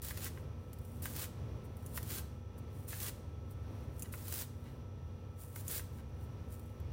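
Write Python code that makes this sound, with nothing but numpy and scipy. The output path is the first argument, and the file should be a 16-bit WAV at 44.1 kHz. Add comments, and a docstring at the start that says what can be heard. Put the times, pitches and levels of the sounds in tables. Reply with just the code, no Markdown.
"""A crisp crunch comes first: a chef's knife shreds red cabbage on a plastic board, about a metre away.
In each of six strokes the tip slips through the outer leaves and meets the board, then the heel crushes
the packed layers in a swarm of tiny fractures. Leaves snap, the board knocks, the steel ticks and scuffs.
Shreds rustle between strokes, and an appliance hums in the small, reverberant kitchen."""
import sys
import numpy as np
from scipy import signal
from scipy.fft import rfft, irfft
from scipy.io import wavfile
from scipy.ndimage import uniform_filter1d

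SR = 44100
rng = np.random.default_rng(int(sys.argv[2]) if len(sys.argv) > 2 else 0)


def bounce(signal):
    """Save signal as a 16-bit WAV file at the path given by the first command-line argument."""
    frames = np.transpose(np.atleast_2d(signal))
    limited = np.clip(frames, -1, 1)
    pcm = np.round(limited * 32767).astype(np.int16)
    wavfile.write(sys.argv[1], SR, pcm)


N = 305172
TIME = np.arange(N) / SR

# Knife strokes. Each row: start, tip rise and tip hold in seconds, relative tip and glide levels in dB,
# heel delay, rise and hold in seconds, relative heel level in dB, ribs against cells in dB.
KNIFE_STROKES = [(0.025, 0.0025, 0.087, -50, -60, 0.22, 0.086, 0.028, -49, -0.5),
                 (1.024, 0.0025, 0.045, -49, -54.5, 0.17, 0.067, 0.048, -46.5, -2),
                 (1.959, 0.018, 0.017, -46.5, -60, 0.15, 0.038, 0.078, -46, -3.5),
                 (2.883, 0.0059, 0.043, -48.5, -51.5, .135, .045, 0.065, -45, -3),
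                 (4.126, .004, 0.016, -51.5, -57.5, .232, 0.092, 0.063, -45, -4.5),
                 (5.558, 0.0088, 0.048, -53, -64, 0.15, 0.028, 0.074, -43, -6)]
# Leaves snapping. Each row: start in seconds, level in dB, low body against the crack in dB.
LEAF_SNAPS = [(0.018, -46.5, -10), (.046, -42.5, -11), (.084, -42, -9), (.173, -43, 2), (.243, -39.5, -20),
              (.731, -50.5, -12), (0.786, -57.5, -16), (.85, -57.5, -20), (1.021, -48, -22),
              (1.055, -40, -15), (1.163, -40, -5), (1.219, -40.5, -5), (1.768, -57, -22),
              (1.974, -38.5, -4), (2.028, -45, -12), (2.103, -43, -4.5), (2.886, -52, -16),
              (3.002, -40.5, -5.5), (3.03, -41, -18), (3.509, -59, -19), (4.126, -52, -25),
              (4.281, -43, -4.5), (4.324, -37, -6), (4.339, -38, -9), (4.412, -46, -3), (5.559, -44.5, -12),
              (5.607, -53, -22), (5.712, -37.5, -22), (6.523, -57, -19), (6.594, -58.5, -16),
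              (6.8, -61, -5)]
# Knocks of the edge on the board, and dry taps of the blade. Each row: start in seconds, level in dB.
BOARD_KNOCKS = [(.110, -45), (.266, -47.5), (.375, -50.5), (1.057, -41), (1.239, -50.5), (1.977, -41),
                (2.186, -53), (2.931, -44.5), (3.075, -56), (4.139, -45.5), (5.562, -49), (5.796, -49)]
BLADE_TICKS = [(1.863, -48.5), (3.995, -48), (4.023, -40.5), (4.03, -49), (5.681, -38.5)]
# The edge drawn back over the board, and shreds shifting under the fingers and the lifted blade.
# Each row: time of the peak in seconds, relative level in dB, half width in seconds.
EDGE_SCUFFS = [(4.053, -59, .008), (4.675, -62, 0.021), (5.995, -62, 0.0091)]
SHRED_RUSTLES = [(0.37, -67.5, 0.044), (0.934, -64.5, 0.1), (1.652, -65, .01), (1.875, -64.5, 0.06),
                 (2.586, -61, 0.0075), (2.797, -62.5, 0.048), (3.514, -63.5, 0.012), (3.79, -74, 0.079),
                 (4.016, -60, 0.045), (4.665, -72, 0.072), (5.421, -54, 0.021), (5.534, -60.5, 0.065),
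                 (5.967, -66, 0.029), (6.227, -67, .017), (6.533, -61, 0.024), (6.61, -70, 0.093)]
# Modes of the board. Each row: frequency in Hz, relative level in dB, time to fall 60 dB in seconds.
BOARD_RESONANCES = [(730, -12, 0.025), (1015, -5.5, 0.02), (1264, -3.5, 0.022), (1543, 0, 0.021),
                    (1770, -1.5, 0.0082), (1980, 1, 0.012), (2170, -11, 0.024), (2780, 0, 0.016),
                    (3500, -4, 0.0088)]
# Spectra of bursting cells, tearing ribs, the steel blade, loose shreds, fan rumble and rushing air.
# Each row: frequency in Hz, spectral level in dB.
CELL_SPECTRUM = [(1500, -16.5), (4000, -5), (6300, -4.5), (8000, 2.5), (9600, 5), (10600, 3), (11800, 5),
                 (13600, 5), (15300, 9), (16500, 0.5)]
RIB_SPECTRUM = [(120, -27), (330, 5.5), (800, -1), (1300, 1), (1700, 2.5), (2300, -0.5), (3500, 1),
                (5000, 0.5), (6800, 0.5), (9000, -3), (16000, -6.5)]
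BLADE_SPECTRUM = [(1500, -34), (2900, -8.5), (4200, -20), (5700, -11), (6600, 0), (8300, -4), (9900, 4.5),
                  (11000, -1), (12500, -9), (14700, 3), (16000, -24)]
SHRED_SPECTRUM = [(500, -1), (2000, -12.5), (4500, -11.5), (6500, -8.5), (8000, -3.5), (9500, 0),
                  (10700, -3.5), (13500, -2), (15200, 0), (16500, 0)]
RUMBLE_SPECTRUM = [(20, -96), (36, -89.5), (55, -70.5), (80, -66), (100, -70), (125, -66.5), (165, -76.5),
                   (200, -80.5), (270, -81), (370, -84.5), (540, -85), (660, -92.5), (1100, -96),
                   (1600, -103)]
AIR_SPECTRUM = [(1600, -103), (2400, -105), (4000, -110), (5100, -113), (5750, -109), (6200, -114),
                (6800, -119), (8300, -122), (9400, -119), (11000, -122), (16000, -120)]
# Motor tones of the appliance. Each row: frequency in Hz, rms level in dB, rms wander in Hz.
MOTOR_TONES = [(78.8, -53.5, 3.93), (96, -51, 2.028), (233.2, -62, 2.55), (416.7, -73, 3.13),
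               (493, -68, 1.45), (828, -77.5, 2.97), (956, -77.5, 1.92), (1198, -84.5, 1.88),
               (1316, -72, 1.18), (1803, -84, 2.14), (2440, -84.5, 3.2), (2805, -86.5, 3.2),
               (3400, -85, 3.05), (5680, -103, 30), (5850, -84, 28)]
# Echoes off hard surfaces, counter first. Each row: delay in seconds, level against direct sound in dB.
EARLY_ECHOES = [(.0021, -11.5), (.0039, -19), (.0072, -12.5)]


def slicing(cell_db=0.7, rib_db=0.56, layer_db=0.27, lean_db_per_s=18):
    """Fracture noise follows the cutting force: cells burst, ribs tear, resistance varies by layer."""
    skin_db, skin_s = -8, 0.023  # the thin outer leaves have few ribs
    squeeze_db, squeeze_s = 2, 0.022  # the last layers are crushed against the board
    fizz, crunch = np.zeros(N), np.zeros(N)
    for (start, tip_rise, tip_hold, tip_db, glide_db,
         heel_delay, heel_rise, heel_hold, heel_db, balance_db) in KNIFE_STROKES:
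        t = TIME - start
        heel_t = t - heel_delay
        tip = undb(tip_db) * pressure(t, tip_rise, tip_hold)
        glide = undb(glide_db) * pressure(t, tip_rise, heel_delay)
        lean_db = lean_db_per_s * (np.clip(heel_t, 0, heel_hold) - heel_hold / 2)  # the hand bears down
        heel = undb(heel_db + lean_db) * pressure(heel_t, heel_rise, heel_hold) * (t > 0)
        effort = np.maximum(np.maximum(tip, glide), heel)
        entry_db = skin_db * np.exp(-np.maximum(t, 0) / skin_s)
        exit_db = squeeze_db * np.exp(np.minimum(heel_t - heel_hold, 0) / squeeze_s)
        fizz += effort
        crunch += effort * undb(balance_db + entry_db + exit_db)
    layers = unit_rms(undb(layer_db * drift(170)))
    cells = colour(fractures(N, per_second=7600, spread_db=4), CELL_SPECTRUM)
    ribs = colour(fractures(N, per_second=2600, spread_db=3), RIB_SPECTRUM)
    return layers * (undb(cell_db) * fizz * cells + undb(rib_db) * crunch * ribs)


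def pressure(t, rise_s, hold_s, release_s=0.014):
    """Force on the edge grows exponentially until t = 0, holds, and relaxes once the edge is through."""
    return np.exp(np.minimum(t, 0) / rise_s - np.maximum(t - hold_s, 0) / release_s)


def snapping(rise_s=0.0003, fade_s=0.0036):
    """Crack propagation: an avalanche of fractures crosses a leaf and dies within milliseconds."""
    out, t = np.zeros(N), TIME[:SR // 16]
    envelope = (1 - np.exp(-t / rise_s)) * np.exp(-t / fade_s)
    for start, db, body_db in LEAF_SNAPS:
        crack = envelope * fractures(len(t), per_second=9000, spread_db=2.5)
        snap = colour(crack, CELL_SPECTRUM) + undb(body_db) * colour(crack, RIB_SPECTRUM)
        add(out, start, at_level(snap, db))
    return out


def knocking(cushion_hz=2500):
    """Impact excites the board's modes; leaves under the edge cushion the blow, a low-pass filter."""
    out = np.zeros(N)
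    cushion = signal.butter(3, cushion_hz, fs=SR, output="sos")
    for start, db in BOARD_KNOCKS:
        strike = impact(chatter=0.025, fade_s=0.01)
        knock = signal.fftconvolve(strike, board_response(scatter_db=0, detune=0.058))
        add(out, start, at_level(signal.sosfilt(cushion, knock), db))
    return out


def ticking():
    """Damping by the hand cuts the steel's bright resonances short, leaving a dry tick."""
    out = np.zeros(N)
    for start, db in BLADE_TICKS:
        tick = colour(impact(chatter=0.11, fade_s=0.0042), BLADE_SPECTRUM)
        add(out, start, at_level(tick, db))
    return out


def impact(chatter, fade_s):
    """A hard contact is an impulse followed by decaying chatter."""
    t = TIME[:SR // 25]
    return (t == 0) + chatter * rng.standard_normal(len(t)) * np.exp(-t / fade_s)


def board_response(scatter_db, detune):
    """Free vibration is a sum of damped modes, here scattered at random in level and frequency."""
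    t = TIME[:SR // 8]
    out = np.zeros(len(t))
    for hz, db, t60 in BOARD_RESONANCES:
        weakening, mistuning = rng.standard_normal(2)
        mode = np.cos(2 * np.pi * hz * (1 + detune * mistuning) * t)
        out += undb(db - scatter_db * weakening) * mode * decay(t, t60)
    return out


def scuffing():
    """Stick-slip friction: tiny slips of the edge drive the board's modes."""
    slips = fractures(N, per_second=2000, spread_db=5)
    scrape = signal.fftconvolve(slips, board_response(scatter_db=3, detune=0.04))[:N]
    return swells(EDGE_SCUFFS) * unit_rms(scrape)


def rustling(swell_db=0.5, resting_db=-86, fidget_db=4):
    """Friction between wet shreds makes a fine crackle; the holding hand is never quite still."""
    motion = undb(swell_db) * swells(SHRED_RUSTLES) + undb(resting_db + fidget_db * drift(7))
    return motion * colour(fractures(N, per_second=1600, spread_db=3), SHRED_SPECTRUM)


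def kitchen(x, tail_db=-12.5, low_t60_s=0.61, treble_t60_s=0.36, split_hz=6000, build_s=0.0018):
    """Reverberation: early reflections lead into a diffuse tail whose treble is absorbed first."""
    t = TIME[:SR * 3 // 5]
    noise = rng.standard_normal(len(t))
    low = signal.sosfilt(signal.butter(2, split_hz, fs=SR, output="sos"), noise)
    treble = signal.sosfilt(signal.butter(2, split_hz, "high", fs=SR, output="sos"), noise)
    tail = low * decay(t, low_t60_s) - treble * decay(t, treble_t60_s)
    tail *= 1 - np.exp(-t / build_s)
    response = undb(tail_db) * unit_energy(tail)
    response[0] += 1  # direct sound
    for delay, db in EARLY_ECHOES:
        smear = rng.standard_normal(48) * np.hanning(48)  # clutter scatters each echo
        add(response, delay, undb(db) * unit_energy(smear))
    return signal.fftconvolve(x, unit_energy(response))[:N]


def appliance(flutter_db=1.53, throb_db=2, throb_corner_hz=250):
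    """A fan's broadband rush underlies motor tones; amplitude modulation makes the low ones throb most."""
    spectrum = spectral_gains(RUMBLE_SPECTRUM + AIR_SPECTRUM, N)
    rush = irfft(rfft(rng.standard_normal(N)) * spectrum, N) * np.sqrt(SR / 2)
    out = rush * undb(flutter_db * drift(6))
    for hz, db, wander_hz in MOTOR_TONES:
        phase = 2 * np.pi * np.cumsum(hz + wander_hz * drift(14)) / SR
        depth_db = throb_db * min(1, np.sqrt(throb_corner_hz / hz))
        throb = unit_rms(undb(depth_db * drift(12)))
        out += np.sqrt(2) * undb(db) * throb * np.sin(phase)
    return out


def fractures(size, per_second, spread_db):
    """A Poisson process of clicks, many small and a few large, with an rms of 1."""
    happens = rng.random(size) < per_second / SR
    strength = undb(spread_db * np.minimum(rng.exponential(size=size), 4))
    polarity = np.sign(rng.standard_normal(size))
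    return unit_rms(happens * strength * polarity + 1e-9)


def swells(rows):
    """Gaussian pulses sum to a smooth envelope of motion."""
    return sum(undb(db) * np.exp(-0.5 * ((TIME - peak) / width) ** 2) for peak, db, width in rows)


def drift(rate_hz):
    """Smoothing random steps gives a slow fluctuation with an rms of 1."""
    hold = int(SR / rate_hz)
    steps = np.repeat(rng.standard_normal(N // hold + 1), hold)
    return unit_rms(uniform_filter1d(uniform_filter1d(steps, hold), hold)[:N])


def colour(x, spectrum, size=1024):
    """A minimum-phase filter of unit energy imposes a spectrum without ringing ahead of the sound."""
    cepstrum = irfft(np.log(spectral_gains(spectrum, size)))
    cepstrum[1:size // 2] *= 2
    cepstrum[size // 2 + 1:] = 0
    response = irfft(np.exp(rfft(cepstrum)))
    return signal.fftconvolve(x, unit_energy(response))[:len(x)]


def spectral_gains(spectrum, size):
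    """Interpolation in log frequency gives the gain at each bin of a transform."""
    hz, db = np.transpose(spectrum)
    bin_hz = np.fft.rfftfreq(size, 1 / SR)
    return undb(np.interp(np.log(bin_hz + 1), np.log(hz), db))


def decay(t, t60):
    """Exponential damping loses 60 dB in t60 seconds."""
    return np.exp(-np.log(1000) * t / t60)


def at_level(x, db):
    """Equal energy: scale a transient to match 5 ms of steady sound at this level."""
    return unit_energy(x) * undb(db) * np.sqrt(0.005 * SR)


def undb(db):
    """Amplitude grows tenfold for every 20 dB."""
    return 10 ** (np.asarray(db) / 20)


def unit_rms(x):
    """Normalise the mean power to 1."""
    return x / np.sqrt(np.mean(x ** 2))


def unit_energy(x):
    """Normalise the sum of squares to 1."""
    return x / np.linalg.norm(x)


def add(track, start_s, x):
    """Superpose a sound on the track."""
    i = int(start_s * SR)
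    track[i:i + len(x)] += x[:max(N - i, 0)]


def scene():
    """Superposition: the knife work in the room adds to the hum, the same in both channels."""
    knife_work = slicing() + snapping() + knocking() + ticking() + scuffing() + rustling()
    mono = kitchen(knife_work) + appliance()
    return np.array([mono, mono])


def record(dry):
    """Band limiting: a steep low-pass filter removes the treble above 15.8 kHz."""
    return signal.sosfilt(signal.ellip(12, 0.1, 70, 15800, fs=SR, output="sos"), dry)


dry = scene()
out = record(dry)
bounce(out)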